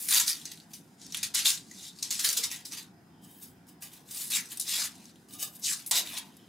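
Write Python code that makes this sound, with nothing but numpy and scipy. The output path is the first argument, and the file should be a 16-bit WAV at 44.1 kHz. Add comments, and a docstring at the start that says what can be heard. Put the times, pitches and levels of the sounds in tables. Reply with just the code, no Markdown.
"""Peeling a dry onion

Papery skin is pulled off beside a steel sink in a small kitchen, just left of centre. It tears in
streams of tiny snaps and breaks in sharper cracks, with brief, fuzzy notes among them. A knife blade
rings faintly as it rubs, and fingers knock dully on the onion. A low appliance rumble fills the room,
with a faint whine and a few thin whistles above it."""
import sys
import numpy as np
from scipy import signal
from scipy.io import wavfile
from scipy.ndimage import uniform_filter1d

SR = 44100
rng = np.random.default_rng(int(sys.argv[2]) if len(sys.argv) > 2 else 0)


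def unload_audio(sound):
    """Save the sound as a 16-bit wav file, at the path given as the first command line argument."""
    columns = np.transpose(np.atleast_2d(sound))
    # keep every value between -1 and 1, then stretch to whole-number steps
    steps = np.round(np.clip(columns, -1, 1) * 32767)
    wavfile.write(sys.argv[1], SR, steps.astype(np.int16))


N = 285768

# Pulls that tear the skin: full_at_s, rise_s, hold_s, level_db, decay_db_per_s, flap_db, crisp_db
PULLS = [(.001, 0.0013, 0.11, -45, 200, -10.5, 8.5), (0.086, .003, 0.022, -32, 201, -10, 1),
         (.125, 0.046, 0.084, -25.5, 600, -6, 0), (.215, .01, .005, -34.5, 150, -7, -6),
         (0.265, .002, .008, -35, 300, -7.5, -1), (0.276, .006, 0.034, -29, 330, -12.5, -3.5),
         (0.347, .01, 0.017, -45.5, 93, -9, -5.5), (.454, .002, .001, -39, 230, -11.5, -20),
         (0.517, 0.0065, .001, -43, 500, -7, -3), (0.542, .01, .001, -55.5, 106, -20, -8),
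         (0.734, .002, .001, -45, 269, -10, 3), (0.709, .03, .01, -61.5, 200, -5, 3),
         (0.844, .05, 0.1, -68.5, 200, -18, -6), (1.031, 0.064, .001, -47, 93, -13.5, -28),
         (1.176, 0.099, .001, -38, 198, -8.5, -17), (1.231, 0.0037, .001, -28.5, 318, -9, -9),
         (1.347, .01, 0.043, -25.5, 288, -10.5, -14.5), (1.461, 0.024, 0.034, -22.5, 263, -12.5, -7.5),
         (1.577, .02, 0.018, -54, 90, -13, -28), (1.835, .23, 0.049, -44, 350, -14.5, -12),
         (2.02, 0.12, .001, -47.5, 500, -15, -15), (2.026, 0.0036, .001, -28.5, 500, -22, -26),
         (2.042, .014, .001, -36.5, 130, -12, -18), (2.109, .005, .001, -27.5, 143, -13, -10),
         (2.194, .005, .003, -29.5, 196.5, -9.5, -7), (2.247, 0.018, 0.014, -27, 300, -5.5, -1),
         (2.287, .03, .005, -30, 140, -9.5, -1.5), (2.371, 0.0073, .001, -25.5, 290, -9, -3),
         (2.436, 0.0091, .001, -26, 348.5, -8.5, -9), (2.516, 0.018, .001, -37, 199, -3, -2),
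         (2.653, 0.0044, .001, -40, 236, -15, -4.5), (2.731, 0.033, .001, -37.5, 321.5, -5.5, -5),
         (2.776, .015, .001, -40.5, 264.5, -4, -3.5), (3.827, 0.024, .001, -48.5, 203, -1, 6),
         (3.936, 0.039, .001, -54.5, 150, -3.5, 2), (4.216, 0.17, .001, -40, 87, -8.5, 3.5),
         (4.304, .003, 0.027, -36, 202, -11, 0), (4.347, 0.061, .02, -28, 358, -11, -4),
         (4.436, .01, 0.045, -53, 103, -20, -5), (4.52, 0.029, .001, -44, 275, -1, 5),
         (4.575, .004, .001, -46, 1505, -4, 10), (4.597, .001, .014, -36.5, 196, -20, -1),
         (4.699, 0.065, 0.15, -31, 353, -9, -6), (4.913, .03, 0.19, -58, 497, -7.5, -7.5),
         (5.15, .04, 0.095, -69.5, 195, -12, -4), (5.649, 0.037, 0.083, -29, 300, -23, -10),
         (5.794, .01, .001, -51, 150, -5, 0), (5.864, .002, .005, -52, 298, -5, 17.5),
         (5.9116, 0.00076, 0.0026, -18.5, 1200, -14.5, -5.5), (5.923, .008, .02, -31.5, 298, -4, -7),
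         (5.967, 0.049, 0.021, -25.5, 390, -9, -4), (6.056, .01, 0.093, -45.5, 200, -0.5, 0),
         (6.175, 0.026, .001, -38, 324, -2.5, -6), (6.252, .01, .001, -65.5, 28, 1, 0)]
# Tone colour of dry skin: frequency_hz, level_db
SKIN_SPECTRUM = [(240, -30), (400, -36), (598, -37.5), (839, -16.5), (1290, -14), (1990, -7.5),
                 (3210, -3.5), (3690, 1.5), (4510, 1), (4950, 2.5), (10500, 3.5), (15000, -2), (16000, -8)]
# Long rips that free a flap: full_at_s, pitch_at_full_hz, fall_octaves_per_s, level_db
LONG_RIPS = [(.13, 2160, 7, -36), (4.35, 2350, 4.5, -29.5), (4.82, 1480, 5.5, -44),
             (5.674, 2760, 13.4, -31)]
# Sharp breaks in the skin: start_s, level_db, pitch_hz
SKIN_CRACKS = [(.0548, -22, 10200), (0.087, -10.5, 9180), (0.109, -7.5, 9200), (0.1468, -3, 6500),
               (.165, -10, 3680), (.175, -6, 10500), (0.1988, -4, 7100), (.263, -19, 5980),
               (0.279, -5.5, 5650), (.304, -14, 6040), (0.3297, -16.5, 5000), (.415, -27.5, 3650),
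               (0.455, -16, 6140), (0.5177, -26, 4470), (0.5748, -33, 4200), (0.601, -30.5, 4330),
               (.737, -25, 6160), (1.0156, -31, 5740), (1.065, -28, 6730), (1.1232, -19.5, 5960),
               (1.1463, -11, 3400), (1.1713, -15.5, 10100), (1.231, -12, 6940), (1.3467, -9.5, 10200),
               (1.353, -12, 5610), (1.455, -6, 3460), (1.4584, -5.5, 3650), (1.504, -6, 5800),
               (1.5752, -22, 4100), (1.713, -27.5, 6760), (1.9877, -28, 4720), (2.027, -10, 6300),
               (2.106, -11, 6700), (2.1961, -12.5, 6200), (2.2469, -11, 4500), (2.268, -17, 6000),
               (2.2905, -6, 6350), (2.328, -11, 10700), (2.375, -8.5, 7200), (2.4375, -12, 8900),
               (2.5145, -18, 6200), (2.5596, -24, 7750), (2.654, -25, 5800), (2.722, -19, 6000),
               (2.7777, -30, 3540), (2.828, -33.5, 8500), (3.4252, -31.5, 8800), (3.669, -44, 11200),
               (3.822, -28, 11500), (3.9327, -36, 11700), (4.0884, -36, 3700), (4.1105, -23.5, 9200),
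               (4.1465, -21, 8880), (4.172, -19, 8700), (4.1859, -24, 7600), (4.2163, -24, 6940),
               (4.308, -16.5, 9920), (4.321, -14.5, 3900), (4.4566, -28.5, 8530), (4.4882, -33, 8270),
               (4.5089, -25, 7400), (4.519, -40, 7800), (4.573, -18, 8800), (4.5991, -10, 9600),
               (4.612, -14, 8000), (4.6698, -22, 5300), (4.6818, -25, 5140), (4.9544, -35, 6360),
               (5.055, -30.5, 6300), (5.093, -42, 5120), (5.1577, -41, 3740), (5.2867, -39, 8750),
               (5.308, -37.5, 3760), (5.3258, -36, 8900), (5.3368, -25.5, 8900), (5.3997, -25, 9500),
               (5.4183, -21, 8000), (5.5565, -31, 9200), (5.642, -17, 6580), (5.6488, -14, 6000),
               (5.8097, -36, 5200), (5.8625, -21, 10500), (5.914, -18, 3940), (5.955, -10.5, 4100),
               (6.072, -23, 3340), (6.1389, -26, 8880), (6.169, -19.5, 3740), (6.1757, -19, 6340),
               (6.1834, -17, 10500), (6.3684, -35.5, 11200)]
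# Brief, fuzzy ringing notes heard during the tearing: start_s, end_s, pitch_hz, level_db
FUZZY_NOTES = [(.147, .16, 6300, -25), (1.346, 1.425, 3060, -31.5), (1.446, 1.492, 3680, -20),
               (1.752, 1.93, 3730, -44.5), (2.24, 2.3, 4300, -28), (4.106, 4.25, 8700, -44.5),
               (4.316, 4.357, 3830, -29.5), (4.327, 4.398, 7470, -27.5), (4.695, 4.86, 5030, -30),
               (4.699, 4.87, 3900, -39), (5.652, 5.682, 5800, -31), (5.683, 5.753, 7600, -31),
               (5.918, 6.007, 3850, -24), (6.058, 6.19, 3520, -44), (6.056, 6.2, 2470, -48.5)]
# Knife strokes on the onion: full_at_s, rise_s, hold_s, level_db, decay_db_per_s, tilt_db_per_octave
KNIFE_STROKES = [(3.246, 0.037, .001, -48.5, 595, -3), (3.275, 0.021, .14, -60.5, 197.5, 8),
                 (3.427, 0.021, .001, -44, 236, 5.5), (3.687, 0.017, .001, -48, 365, -2.5),
                 (3.828, 0.017, 0.00094, -40, 292, -3), (3.93, 0.032, .04, -56, 398, 1),
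                 (4.11, .01, 0.1, -41.5, 202, 0), (5.346, .075, .001, -40, 318, -2),
                 (5.429, 0.05, .001, -26.5, 320, -1.5), (5.56, 0.066, .001, -46.5, 400, 2.5),
                 (5.592, .01, .02, -54, 400, 5)]
# Modes of the steel blade: pitch_hz, width_hz, level_db
BLADE_MODES = [(785, 45, -17), (1215, 50, -14), (1740, 60, -18), (3000, 110, -6), (3750, 45, -5),
               (4990, 40, -6), (5650, 60, -9), (6650, 130, -5), (7840, 55, -2), (8110, 70, -7),
               (8850, 60, -2), (9300, 85, -6), (10000, 75, -5), (10450, 50, -6), (11450, 90, -2),
               (11900, 55, -3), (12700, 40, -5), (13450, 80, -4), (14100, 50, -8), (15100, 50, -8),
               (15600, 40, -9)]
# Finger knocks and presses: start_s, level_db, pitch_hz, t60_s
FINGER_KNOCKS = [(.15, -40, 830, 0.17), (1.345, -54, 1750, 0.18), (1.71, -44, 1970, 0.053),
                 (2.25, -46, 432, 0.32), (2.39, -46.5, 413, 0.26), (4.785, -37.5, 720, 0.092),
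                 (5.913, -30.5, 834, 0.1), (5.95, -44.5, 400, 0.42), (5.975, -37.5, 780, 0.26),
                 (6.13, -43.5, 860, 0.59)]
# Reverb time of the kitchen: frequency_hz, t60_s
ROOM_DECAY = [(300, 0.49), (1500, 0.27), (4000, 0.18), (9000, 0.074), (16000, 0.14)]
# Stereo likeness of the reverb: frequency_hz, correlation
ROOM_LIKENESS = [(500, 0.52), (3000, 0.46), (8000, 0.17), (15000, 0.23)]
# Faint whistles: full_at_s, rise_s, hold_s, level_db, decay_db_per_s
WHISTLE_SWELLS = [(3.229, .15, 0.023, -68, 39), (6.294, .02, .07, -72, 899.5),
                  (6.397, .015, .001, -65.5, 60)]
# Tone colour of the appliance rumble: frequency_hz, level_db
RUMBLE_SPECTRUM = [(30, -38.5), (58, -30), (80, -11.5), (125, -10.5), (177, -2.5), (291, -6.5), (386, -14),
                   (491, -20), (624, -24.5), (690, -15.5), (843, -20), (931, -19.5), (1260, -27),
                   (1510, -23), (2440, -31.5), (5200, -36), (16000, -41.5)]
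# Stereo likeness of the rumble: frequency_hz, correlation
RUMBLE_LIKENESS = [(60, .98), (180, .97), (400, .88), (800, .6), (1650, .3), (5000, .25), (15000, .4)]


def tears():
    """A dense stream of tiny snaps rings the skin, swelling with each pull of the hand."""
    power = np.zeros((3, N))
    for *pull, decay, flap_db, crisp_db in PULLS:
        # Flap, middle and crisp top; the top fades soonest.
        for band, band_db, faster in zip(power, (flap_db, 0, crisp_db), (1, 1, 1.18)):
            start, _, gain = stroke(*pull, decay * faster)
            add(band, start, (gain * gain_of(band_db)) ** 2)
    stream = snaps(N, per_s=14000, spread_db=3, clump_db=1.65)
    return (np.sqrt(power) * skin_bands(patchy(stream, depth_db=2.89))).sum(0)


def skin_bands(drive):
    """The skin's short ring, as three bands that add in phase: low flap, middle and crisp top."""
    hz = abs(np.fft.fftfreq(1024, 1 / SR))
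    log_gain = np.log(gain_of(curve_at(SKIN_SPECTRUM, hz)) + 1e-4)
    response = np.exp(np.conj(signal.hilbert(log_gain)))  # minimum phase keeps the attack sharp
    flap, crisp = 1 / (1 + (hz / 3300) ** 6), 1 / (1 + (9000 / (hz + 1)) ** 6)
    bands, lead = [], 16
    for share in (flap, 1 - flap - crisp, crisp):
        ring = np.roll(np.fft.ifft(response * share).real, lead)[:300]
        bands.append(signal.oaconvolve(drive, ring / np.linalg.norm(ring))[lead:lead + len(drive)])
    return np.array(bands)


def rips():
    """In a long rip the freed flap grows, so its note slides down."""
    out = np.zeros(N)
    for full_at, pitch_hz, fall, db in LONG_RIPS:
        start, t, gain = stroke(full_at, rise_s=.05, hold_s=.024, db=db, decay_db_per_s=325.5)
        hz = pitch_hz * 2 ** (-fall * t)
        drive = snaps(len(t), per_s=12000, spread_db=-5.5, clump_db=3.5)
        add(out, start, gain * resonate(ring_mode(drive, hz, 670), hz, 1200))
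    return out


def cracks():
    """A hard break and a fast-dying burst of snaps ring the skin and the patch that gives way."""
    out, t = np.zeros(N), np.arange(4000) / SR
    t60_s, bite_s = .037, .0045
    envelope = gain_of(-60 * t / t60_s) + 1.1 * np.exp(-t / bite_s)
    hard_break = gain_of(13.5) * (t == 0)
    for start, db, hz in SKIN_CRACKS:
        drive = (hard_break + snaps(len(t), per_s=14000, spread_db=0, clump_db=-3)) * envelope
        patch = resonate(ring_mode(drive, hz, 930), hz, 2780)
        octaves_up = np.log2(hz / 6460)  # bright cracks have less flap and more top
        balance = gain_of([-21.5 - 3 * octaves_up, 0, -8 + 9 * octaves_up])
        crack = balance @ skin_bands(drive) + gain_of(5.5) * patch
        add(out, start, gain_of(db - 12.5) * crack / np.std(crack[:130]))  # the first 3 ms set the level
    return out


def fuzzy_notes():
    """Snaps ring one broad resonance: a brief, fuzzy note that swells and fades during the tearing."""
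    out = np.zeros(N)
    for start, end, hz, db in FUZZY_NOTES:
        count, width_hz = round((end - start) * SR), .0766 * hz
        drive = snaps(count, per_s=16000, spread_db=5.5, clump_db=-1) * signal.windows.tukey(count, .5)
        add(out, start, gain_of(db) * resonate(ring_mode(drive, hz, width_hz), hz, 2 * width_hz))
    return out


def knife_blade():
    """Fine friction rings the steel over a thin scrape; each mode comes and goes as the edge turns."""
    out, step = np.zeros(N), 400
    for *rub, tilt_db in KNIFE_STROKES:
        start, t, gain = stroke(*rub)
        friction = snaps(len(t), per_s=9000, spread_db=2, clump_db=1.5) * gain
        drift = rng.standard_normal((len(BLADE_MODES), len(t) // step + 1))
        drift = unit_rms(uniform_filter1d(drift, size=5, axis=1))
        contacts = np.repeat(gain_of(4 * drift), step, axis=1)[:, :len(t)]
        steel = sum(gain_of(db + tilt_db * np.log2(hz / 5000)) * ring_mode(friction * contact, hz, width)
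                    for (hz, width, db), contact in zip(BLADE_MODES, contacts))
        add(out, start, gain_of(-10) * steel + gain_of(-4) * low_cut(friction, hz=3000))
    return out


def finger_knocks():
    """A short scuffed push rings one low, damped mode of the onion."""
    out, t = np.zeros(N), np.arange(8000) / SR
    for start, db, hz, t60 in FINGER_KNOCKS:
        push = rng.standard_normal(len(t)) * gain_of(db - 60 * t / t60)
        add(out, start, resonate(ring_mode(push, hz, 220), hz, 400))
    return out


def sink_scatter(close, turns_per_s=6):
    """Counter and sink walls scatter the treble along paths that change as the hands move."""
    paths = np.diff(rng.standard_normal((2, 900)) * np.exp(-np.arange(900) / 250))
    motion = unit_rms(uniform_filter1d(rng.standard_normal(N), size=4000))
    angle = 2 * np.pi * turns_per_s * np.cumsum(motion) / SR
    sends = close * np.array([np.cos(angle), np.sin(angle)])
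    return signal.oaconvolve(sends, paths / np.linalg.norm(paths[0]), axes=1)[:, :N].sum(0)


def kitchen_reverb(close):
    """Sparse echoes of random sign, partly shared by both sides; each band dies at its own speed."""
    count, spacing = SR // 2, 20
    taps = np.zeros((2, count))
    slots = np.arange(60, count - spacing, spacing)
    arrivals = slots + rng.integers(0, spacing, (2, len(slots)))
    np.put_along_axis(taps, arrivals, rng.choice([-1., 1.], arrivals.shape), 1)
    hz, t, spectra = signal.stft(taps, SR, nperseg=128)
    decay = gain_of(-60 * t / curve_at(ROOM_DECAY, hz)[:, None])
    tail = signal.istft(stereo_pair(*spectra, ROOM_LIKENESS, hz) * decay, SR, nperseg=128)[1]
    return signal.fftconvolve(close[None], tail / np.linalg.norm(tail[0]), axes=1)[:, :N]


def whine_and_whistles():
    """Narrow bands of noise: one steady, fuzzy whine and a few brief, wavering whistles."""
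    out = gain_of(-79) * unit_rms(resonate(rng.standard_normal(N), hz=5050, width_hz=50))
    for swell in WHISTLE_SWELLS:
        start, t, gain = stroke(*swell)
        add(out, start, gain * unit_rms(resonate(rng.standard_normal(len(t)), hz=3130, width_hz=110)))
    return out


def appliance_rumble():
    """A steady bed of low noise, nearly mono in the bass, with faint drifting patches of colour."""
    frames, hz = N // 512 + 5, np.fft.rfftfreq(2048, 1 / SR)
    left_re, left_im, other_re, other_im, patches = rng.standard_normal((frames, len(hz), 5)).T
    patches = uniform_filter1d(patches, size=12, axis=0)
    patches = unit_rms(uniform_filter1d(patches, size=8, axis=1))
    spectra = stereo_pair(left_re + 1j * left_im, other_re + 1j * other_im, RUMBLE_LIKENESS, hz)
    spectra *= gain_of(curve_at(RUMBLE_SPECTRUM, hz)[:, None] + 1.97 * patches)
    return gain_of(-56.5) * unit_rms(signal.istft(spectra, nperseg=2048, noverlap=1536)[1][:, :N])


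def snaps(count, per_s, spread_db, clump_db):
    """Clicks of random sign and size that come in clumps a few milliseconds long."""
    chance, sign, clumps = rng.random(count), rng.random(count), rng.standard_normal(count)
    clumps = unit_rms(uniform_filter1d(uniform_filter1d(clumps, size=120), size=120))
    size_db = spread_db * -np.log(rng.random(count) * .95 + .05) + clump_db * np.clip(clumps, -2, 2)
    return unit_rms((chance < per_s / SR) * np.sign(sign - .5) * gain_of(size_db))


def stroke(full_at_s, rise_s, hold_s, db, decay_db_per_s):
    """A rise, hold and decay envelope; returns its start, time from full strength and gain."""
    climb_db, fall_db, rise_s = 20, 45, max(rise_s, .001)
    t = np.arange(-min(rise_s, full_at_s), hold_s + fall_db / decay_db_per_s, 1 / SR)
    shape_db = climb_db * np.minimum(t, 0) / rise_s - decay_db_per_s * np.maximum(t - hold_s, 0)
    fade_in = np.minimum((t - t[0]) / (.28 * rise_s), 1)
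    return full_at_s + t[0], t, gain_of(db + shape_db) * fade_in


def patchy(x, depth_db):
    """Uneven resonance: random patches a few hundred hertz wide, lasting tens of milliseconds."""
    spectra = signal.stft(x, nperseg=512, noverlap=384)[2]
    patches = rng.standard_normal(spectra.shape[::-1]).T
    for axis, size in ((0, 3), (1, 12), (1, 6)):
        patches = uniform_filter1d(patches, size=size, axis=axis)
    spectra *= gain_of(depth_db * unit_rms(patches))
    return signal.istft(spectra, nperseg=512, noverlap=384)[1][:len(x)]


def resonate(x, hz, width_hz):
    """A unity-gain resonance that can glide: shift the pitch down to zero, smooth, shift back."""
    carrier = np.exp(2j * np.pi * np.cumsum(hz * np.ones(len(x))) / SR)
    pole = np.exp(-np.pi * width_hz / SR)
    return 2 * (carrier * signal.lfilter([1 - pole], [1, -pole], x / carrier + 1e-18)).real


def ring_mode(drive, hz, width_hz):
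    """A resonance that keeps the energy of white clicks."""
    return resonate(drive, hz, width_hz) * np.sqrt(SR / (2 * np.pi * width_hz))


def stereo_pair(left, other, likeness, hz):
    """Left and right spectra from two independent ones, as alike as the table asks."""
    shared = np.clip(curve_at(likeness, hz), 0, 1)[:, None]
    return np.array([left, shared * left + np.sqrt(1 - shared ** 2) * other])


def low_cut(x, hz):
    """A high-pass of 12 dB per octave."""
    return signal.sosfilt(signal.butter(2, hz, "high", fs=SR, output="sos"), x)


def curve_at(points, hz):
    """A table's values along a log frequency axis."""
    points_hz, values = np.transpose(points)
    return np.interp(np.log(hz + 1), np.log(points_hz + 1), values)


def gain_of(db):
    """Decibels to a factor."""
    return 10 ** (np.asarray(db) / 20)


def unit_rms(x):
    """Scales to rms 1."""
    return x / np.sqrt(np.mean(x ** 2) + 1e-20)


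def add(track, start_s, sound):
    """Lays a sound into a track."""
    part = track[round(start_s * SR):][:len(sound)]
    part += sound[:len(part)]


def scene():
    """Onion, knife and fingers up close in the kitchen, over the background bed."""
    peeling = low_cut(tears() + rips() + cracks(), hz=550)  # the peeling carries almost no bass
    close = peeling + fuzzy_notes() + knife_blade() + finger_knocks()
    sides = np.outer([1, -1], sink_scatter(close))
    action = gain_of(-4.5) * close + gain_of(-12.5) * sides + gain_of(-11) * kitchen_reverb(close)
    lean_left = gain_of([[.5], [-.5]])
    return lean_left * action + whine_and_whistles() + appliance_rumble()


def record(dry):
    """Final EQ: rolls off the deepest bass and cuts the extreme top."""
    high_cut = signal.firwin(511, 15800, window=("kaiser", 9), fs=SR)
    return signal.oaconvolve(low_cut(dry, hz=60), high_cut[None], "same")


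dry = scene()
out = record(dry)
unload_audio(out)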